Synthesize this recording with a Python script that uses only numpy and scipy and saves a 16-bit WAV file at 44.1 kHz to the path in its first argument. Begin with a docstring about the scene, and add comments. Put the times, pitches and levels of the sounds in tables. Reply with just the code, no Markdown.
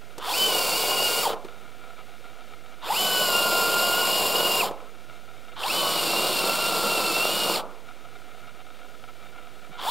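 """A power drill spins a drain-cleaning cable in four short runs, heard by a pipe camera's microphone.
First a distant machine idles with a faint hum and a loose rattle; it goes on throughout.
At 0.2 s the cable jerks and the motor whines up; the cooling fan hisses, the cable churns in its sleeve.
On release at 1.2 s the motor brakes hard and the cable coasts briefly.
Two longer runs start at 2.8 and 5.6 s, a short last one at 9.8 s."""
import sys
import numpy as np
from scipy import signal
from scipy.fft import rfft, irfft
from scipy.io import wavfile
from scipy.ndimage import uniform_filter1d

SR = 44100
rng = np.random.default_rng(int(sys.argv[2]) if len(sys.argv) > 2 else 0)


def dump_mix(stems):
    """Bounce the given channels to the path in sys.argv[1] as a 16-bit WAV at rate SR."""
    frames = np.atleast_2d(stems).T  # one column per channel
    limited = np.clip(frames, -1, 1)  # hard clip at full scale
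    pcm = np.round(limited * 32767).astype(np.int16)
    wavfile.write(sys.argv[1], SR, pcm)


N = 436590
T = np.arange(N) / SR

# Trigger pulls: pressed_s, full_speed_s, released_s, stopped_s, blade_db, churn_db, air_db
RUNS = [(0.195, 0.37, 1.216, 1.345, -29.5, -30, -26.5), (2.818, 2.981, 4.603, 4.70, -27, -29, -27),
        (5.558, 5.725, 7.543, 7.615, -31, -29.5, -28), (9.776, 9.943, 10.55, 10.68, -22, -33, -30)]
# Cable binds, low motor orders sing: start_s, end_s, fourth_order_db, third_order_lift_db
BINDS = [(0.5, .56, -35, -7), (0.982, 1.208, -34.5, -6), (3.094, 3.28, -29, -3), (3.279, 4.1, -26.5, 0),
         (4.362, 4.445, -30, -5), (5.755, 5.925, -39, 15.5), (6.419, 7.28, -31.5, -8)]


def undb(db):
    """Decibels to gain."""
    return 10 ** (np.asarray(db) / 20)


def unit(x):
    """Scale to rms 1."""
    return x / np.sqrt(np.mean(x ** 2))


def walk(rate_hz):
    """Smooth random wander, rms 1."""
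    step = max(int(SR / rate_hz), 2)
    stairs = np.repeat(rng.standard_normal(N // step + 1), step)
    return unit(uniform_filter1d(stairs, step)[:N])


def lag(x, time_s):
    """Follow a control with inertia."""
    keep = np.exp(-1 / (time_s * SR))
    return signal.lfilter([1 - keep], [1, -keep], x)


def colour(x, points):
    """Filter through (freq_hz, gain_db) points; rms 1."""
    hz, db = np.transpose(points)
    bins_hz = np.arange(N // 2 + 1) * SR / N
    gain = undb(np.interp(np.log(bins_hz + 1), np.log(hz), db))
    return unit(irfft(rfft(x) * gain, N))


def ring(x, hz, width_hz):
    """One resonance, gain 1 at its centre."""
    return signal.lfilter(*signal.iirpeak(hz, hz / width_hz, fs=SR), x)


def ring_twice(x, hz, width_hz):
    """Two equal resonances in series: steeper skirts."""
    return ring(ring(x, hz, width_hz), hz, width_hz)


def clicks(per_s, spread_db):
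    """Random contacts of uneven strength; rms 1."""
    hits = (rng.random(N) < per_s / SR) * rng.choice([-1, 1], N)
    return unit(hits * undb(spread_db * rng.standard_normal(N)))


def burst(start_s, decay_s):
    """Decaying scuff of noise."""
    age_s = np.maximum(T - start_s, 0)
    return (T >= start_s) * np.exp(-np.minimum(age_s / decay_s, 50)) * rng.standard_normal(N)


def run_index():
    """Latest trigger pull at each sample, from 0."""
    return np.searchsorted([run[0] for run in RUNS[1:]], T)


def grip_index():
    """Which of three ways the drill is held; run four repeats the first."""
    return run_index() % 3


def bind(start_s, end_s, fade_s=.15):
    """Tightness of one cable bind, 0-1: fade in, hold, fade out."""
    return np.clip(np.minimum(T - start_s, end_s - T) / fade_s + .5, 0, 1)


def idling_machine():
    """A distant machine drones and hums; loose parts tap its panels in uneven clusters."""
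    # Drone spectrum: freq_hz, gain_db
    drone_spectrum = [(20, -16), (55, -20.5), (100, -23), (140, -15.5), (250, -14), (520, -11),
                      (704, -16.5), (1110, -34), (1380, -30.5), (1620, -20.5), (2300, -22), (3740, -24),
                      (5030, -28.5), (15600, -37)]
    # Panel resonances: centre_hz, nominal_width_hz, relative_db
    panels = [(495, 48, -8.5), (720, 93, -1.5), (986, 32, -7), (1322, 115, 0), (1395, 51, -1.5),
              (2110, 28, -6.5), (2330, 147, -8), (2810, 110, -13.5), (3110, 830, -17), (3666, 69, -11.5)]
    # Louder knocks: start_s, relative_db
    knocks = [(1.485, -30), (1.838, -35), (2.253, -36), (2.536, -32), (2.661, -35), (5.097, -33),
              (5.482, -34), (5.518, -33), (7.888, -34), (8.703, -35), (9.039, -31), (9.086, -35),
              (9.471, -37)]
    hum_hz = 134
    taps = undb(-47.5 + 1.6 * walk(28)) * clicks(per_s=330, spread_db=1.6)
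    for start_s, db in knocks:
        taps += undb(db - 13) * burst(start_s, decay_s=.0051)
        taps[int(start_s * SR)] += undb(db + 18)
    rattle = sum(undb(db + 16.5) * ring_twice(taps, hz, 1.24 * width) for hz, width, db in panels)
    hum = undb(-66 + 3 * walk(8.7)) * np.sin(2 * np.pi * hum_hz * T + .66 * walk(8.7))
    drone = undb(-52 + .44 * walk(22)) * colour(rng.standard_normal(N), drone_spectrum)
    return rattle + hum + drone


def gears(speed):
    """Gear teeth chatter in the housing while the speed changes."""
    strain = speed ** .66 * (1 - speed)
    teeth = clicks(per_s=1500, spread_db=.84)
    low = unit(ring_twice(teeth, hz=1050, width_hz=680))
    high = unit(ring_twice(teeth, hz=3300, width_hz=980))
    return strain * (undb(-26.5) * low + undb(-29) * high)


def cable(speed, churn_db):
    """The cable scrapes and jerks in its sleeve, slow to start and coasting on after the brake."""
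    # Scrape spectra, one per grip: freq_hz, gain_db
    scrape_spectra = [
        [(47, -57), (80, -27), (98, -27), (199, -15), (279, -14), (471, 0), (631, -4), (751, -3), (825, -5),
         (949, -6), (1040, -2), (1130, -11), (1300, -10), (1690, -40), (2860, -120)],
        [(47, -57), (80, -27), (102, -25), (194, -10), (269, -15), (352, -7), (488, -2), (638, -2), (701, 0),
         (895, -9), (1040, -1), (1130, -8), (1300, -10), (1690, -40), (2860, -120)],
        [(47, -55), (80, -25), (135, -17), (179, -7), (269, -10), (352, -2), (414, -4), (466, -1), (701, -1),
         (854, -4), (1030, -3), (1170, -6), (1300, -2), (1690, -32), (2860, -120)],
    ]
    # Jerks: start_s, thud_db, thud_hz, snap_db
    jerks = [(.181, -7.5, 513, -31), (1.331, -2, 480, -55), (1.447, -8, 420, -62), (4.71, -8, 476, -60),
             (9.691, -14, 174, -75)]
    cable_speed = .62 * lag(speed, time_s=.038) + .38 * lag(speed, time_s=.11)
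    rub = rng.standard_normal(N) + .82 * clicks(per_s=700, spread_db=6.1)
    scrape = np.choose(grip_index(), [colour(rub, spectrum) for spectrum in scrape_spectra])
    out = scrape * cable_speed * undb(churn_db + walk(30))
    for start_s, thud_db, thud_hz, snap_db in jerks:
        out += undb(thud_db) * ring(burst(start_s, decay_s=.01), thud_hz, width_hz=.2 * thud_hz)
        out += undb(snap_db) * ring(burst(start_s, decay_s=.006), hz=4200, width_hz=5000)
    return out


def fan(speed, air_db):
    """Turbulent air and brush grit grow with speed and ring the vents; the hiss flutters evenly."""
    # Air spectrum, low part: freq_hz, gain_db
    air_low = [(700, -11), (1000, -18), (1250, -3.5), (1480, 5), (1650, -3), (1850, -5), (2100, -0.5),
               (2400, 3), (2850, 6), (3200, 3.5)]
    # Air spectrum, treble, one per grip: freq_hz, gain_db
    air_highs = [
        [(3600, 5.5), (4100, 5), (4600, 7), (5300, 4), (5800, 0.5), (6500, -1.5), (7300, 5), (8200, 1),
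         (9300, 3.5), (10200, -2), (11200, 2.5), (13000, -1), (15700, 1)],
        [(3600, 4.5), (4100, 5.5), (4900, 5.5), (5400, 0.5), (5800, -6), (6450, -6), (6950, 3), (7550, 5.5),
         (8100, -3.5), (9200, 2), (10500, -3), (11900, 1.5), (13000, -0.5), (15700, -3.5)],
        [(3650, 8), (3950, 6.5), (4350, 9), (5050, 0), (5350, 4), (5800, -2), (6450, -7.5), (7100, 2.5),
         (8100, -1.5), (9000, 3.5), (10500, -5.5), (12000, -0.5), (14000, -4), (15700, -5.5)],
    ]
    # Vent resonances, relative levels: centre_hz, width_hz, grip0_db, grip1_db, grip2_db
    vents = [(4270, 59, -30, 3, -11.5), (4540, 47, 9, -23, -26), (4820, 93, -13, 1, 8),
             (5300, 85, -3, 6, -13), (11760, 360, -20, 0, -14)]
    flutter_hz = 47.9
    grip = grip_index()
    air_speed = np.maximum(speed, lag(speed, time_s=.016))  # air moves on for a moment
    flow = rng.standard_normal(N) + .95 * clicks(per_s=5000, spread_db=3.6)
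    air = np.choose(grip, [colour(flow, air_low + high) for high in air_highs])
    air += sum(undb(np.array(db)[grip] - 5) * ring(air, hz, width) for hz, width, *db in vents)
    flutter_db = .73 * np.sin(2 * np.pi * flutter_hz * T)
    return air * air_speed ** 1.56 * undb(air_db + flutter_db + .5 * walk(40))


def motor_tones(speed, slack, blade_hz, load, blade_db, blades):
    """(shaft_multiple, level_db) of the fan blade tone and the motor and gear orders."""
    # Weaker motor and gear tones: shaft_multiple, grip0_db, grip1_db, grip2_db
    weak_orders = [(2, -47, -44, -50), (3, -38.5, -35.5, -45), (6.22, -44, -58, -58), (6.55, -44, -54, -50),
                   (7, -44, -50, -49), (9, -49, -47, -48), (12.75, -40, -53, -46), (13.6, -40, -44, -52)]
    whistle_hz, whistle_width_hz = 3045, 41  # resonance met near free speed
    whistle_db = 11 / (1 + (2 * (blade_hz - whistle_hz) / whistle_width_hz) ** 2)
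    sputter_db = np.minimum(load, 1) * (1.5 * walk(60) + 2.16 * walk(15))
    stall_db = -60 * np.maximum(.85 - speed, 0)  # slow blades hardly whistle
    blade_db = (1 - slack) * (blade_db + whistle_db + sputter_db) - 29 * slack + stall_db
    octave_db = (1 - slack) * (blade_db - 23) - 42.5 * slack
    braking = np.gradient(speed) < 0  # the brake makes the armature sing
    unbound_db = -41
    fourth_db = unbound_db + sum(bind(start, end) * (db - unbound_db) for start, end, db, _ in BINDS)
    fourth_db = (1 - slack) * fourth_db + slack * (-37 + 3 * braking)
    third_lift_db = sum(bind(start, end) * db for start, end, _, db in BINDS)
    tones = [(blades, blade_db), (4, fourth_db), (2 * blades, octave_db)]
    grip = grip_index()
    for multiple, *db in weak_orders:
        tones.append((multiple, np.array(db)[grip] - 10 * slack + (multiple == 3) * third_lift_db))
    return tones


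def motor_whine(speed, blade_hz, load, blade_db, blades=8):
    """Shaft orders judder under load and sweep through the housing's resonances as the speed changes."""
    # Housing peaks and valley: centre_hz, width_hz, gain_db
    housing = [(890, 330, 11.5), (1850, 700, -9), (3350, 350, 7)]
    judder = 1 + .002 * walk(70) + .008 * load * walk(60)
    shaft_hz = speed * blade_hz / blades * judder
    shaft_rad = 2 * np.pi * np.cumsum(shaft_hz) / SR
    slack = np.clip((1 - speed) * 10, 0, 1)  # 0 at full speed, 1 below 90 %
    shake = .5 + .5 * np.maximum(load, slack)
    out = 0
    for multiple, db in motor_tones(speed, slack, blade_hz, load, blade_db, blades):
        tone_hz = multiple * shaft_hz
        housing_db = sum(gain / (1 + (2 * (tone_hz - hz) / width) ** 4) for hz, width, gain in housing)
        # The twisting cable shakes the shaft, roughening high orders most.
        wobble_rad = (.048 + .056 * slack) * multiple * walk(130)
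        rough_db = np.sqrt(multiple) * (1 + .96 * slack) * walk(110)
        level = undb(db + slack * housing_db + shake * rough_db)
        out += level * np.sin(multiple * shaft_rad + shake * wobble_rad)
    return out * np.minimum(2 * speed, 1) ** 2


def drill():
    """The trigger sets the speed; the cable's drag bends it and loads the motor."""
    # Trigger held, overshoot then sag, one list each for runs 1-3: time_s, blade_hz
    blade_pitch = [
        [(0.38, 3016), (0.462, 3056), (0.502, 2936), (0.602, 2810), (0.74, 2780), (0.762, 2891), (1.15, 2803),
         (1.224, 2884), (1.24, 2806)],
        [(2.99, 3016), (3.222, 2959), (3.334, 2834), (3.568, 2790), (4.038, 2862), (4.334, 2814), (4.406, 2906),
         (4.528, 2815), (4.6, 2838)],
        [(5.73, 2968), (5.794, 3031), (6.132, 2745), (6.278, 2856), (6.434, 2735), (7.09, 2715), (7.11, 2609),
         (7.362, 2902), (7.54, 2804)],
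    ]
    free_hz, loaded_hz = 3065, 2787  # blade tone at no load and usual load
    ramps = sum(np.interp(T, run[:4], [0, 1, 1, 0]) for run in RUNS)
    speed = np.clip(uniform_filter1d(ramps, size=500), 0, 1)
    blade_hz = np.interp(T, *np.vstack(blade_pitch).T)
    load = np.clip((free_hz - blade_hz) / (free_hz - loaded_hz), 0, 2)
    binding = sum(bind(start, end) for start, end, *_ in BINDS)
    blade_db, churn_db, air_db = np.array(RUNS)[run_index(), 4:].T
    whine = motor_whine(speed, blade_hz, load, blade_db + .44 * binding)
    hiss = fan(speed, air_db)
    churn = cable(speed, churn_db - .1 * load + .5 * binding)
    return whine + hiss + churn + gears(speed)


def room(x, t60_s, wet_db, damp_hz):
    """Add a dull diffuse tail."""
    t = T[:SR // 2]
    tail = rng.standard_normal(len(t)) * np.exp(-np.log(1000) * t / t60_s) * (t > .006)
    tail = signal.lfilter(*signal.butter(2, damp_hz, fs=SR), tail / np.linalg.norm(tail))
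    return x + undb(wet_db) * signal.fftconvolve(x, tail)[:N]


def widen(x):
    """Mono to two channels that differ faintly, most in the treble."""
    smear = rng.standard_normal(SR // 80)
    smeared = signal.fftconvolve(x, smear / np.linalg.norm(smear))[:N]
    treble = signal.lfilter(*signal.butter(2, 5000, "high", fs=SR), smeared)
    side = undb(-32) * smeared + undb(-29) * treble
    return np.array([x + side, x - side])


def scene():
    """Drill and cable in a small room over the idling machine; one microphone feeds both channels."""
    return widen(room(drill(), t60_s=.52, wet_db=-9.5, damp_hz=1000) + idling_machine())


def record(dry):
    """The input stage rounds the tallest peaks, cuts the top and sits slightly off zero."""
    ceiling, top_hz, dc_offset = .55, 15750, np.array([[-.001], [.0152]])
    rounded = ceiling * np.tanh(dry / ceiling)
    lowpass = signal.ellip(14, .1, 70, top_hz, fs=SR, output="sos")
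    return signal.sosfilt(lowpass, rounded) + dc_offset


dry = scene()
out = record(dry)
dump_mix(out)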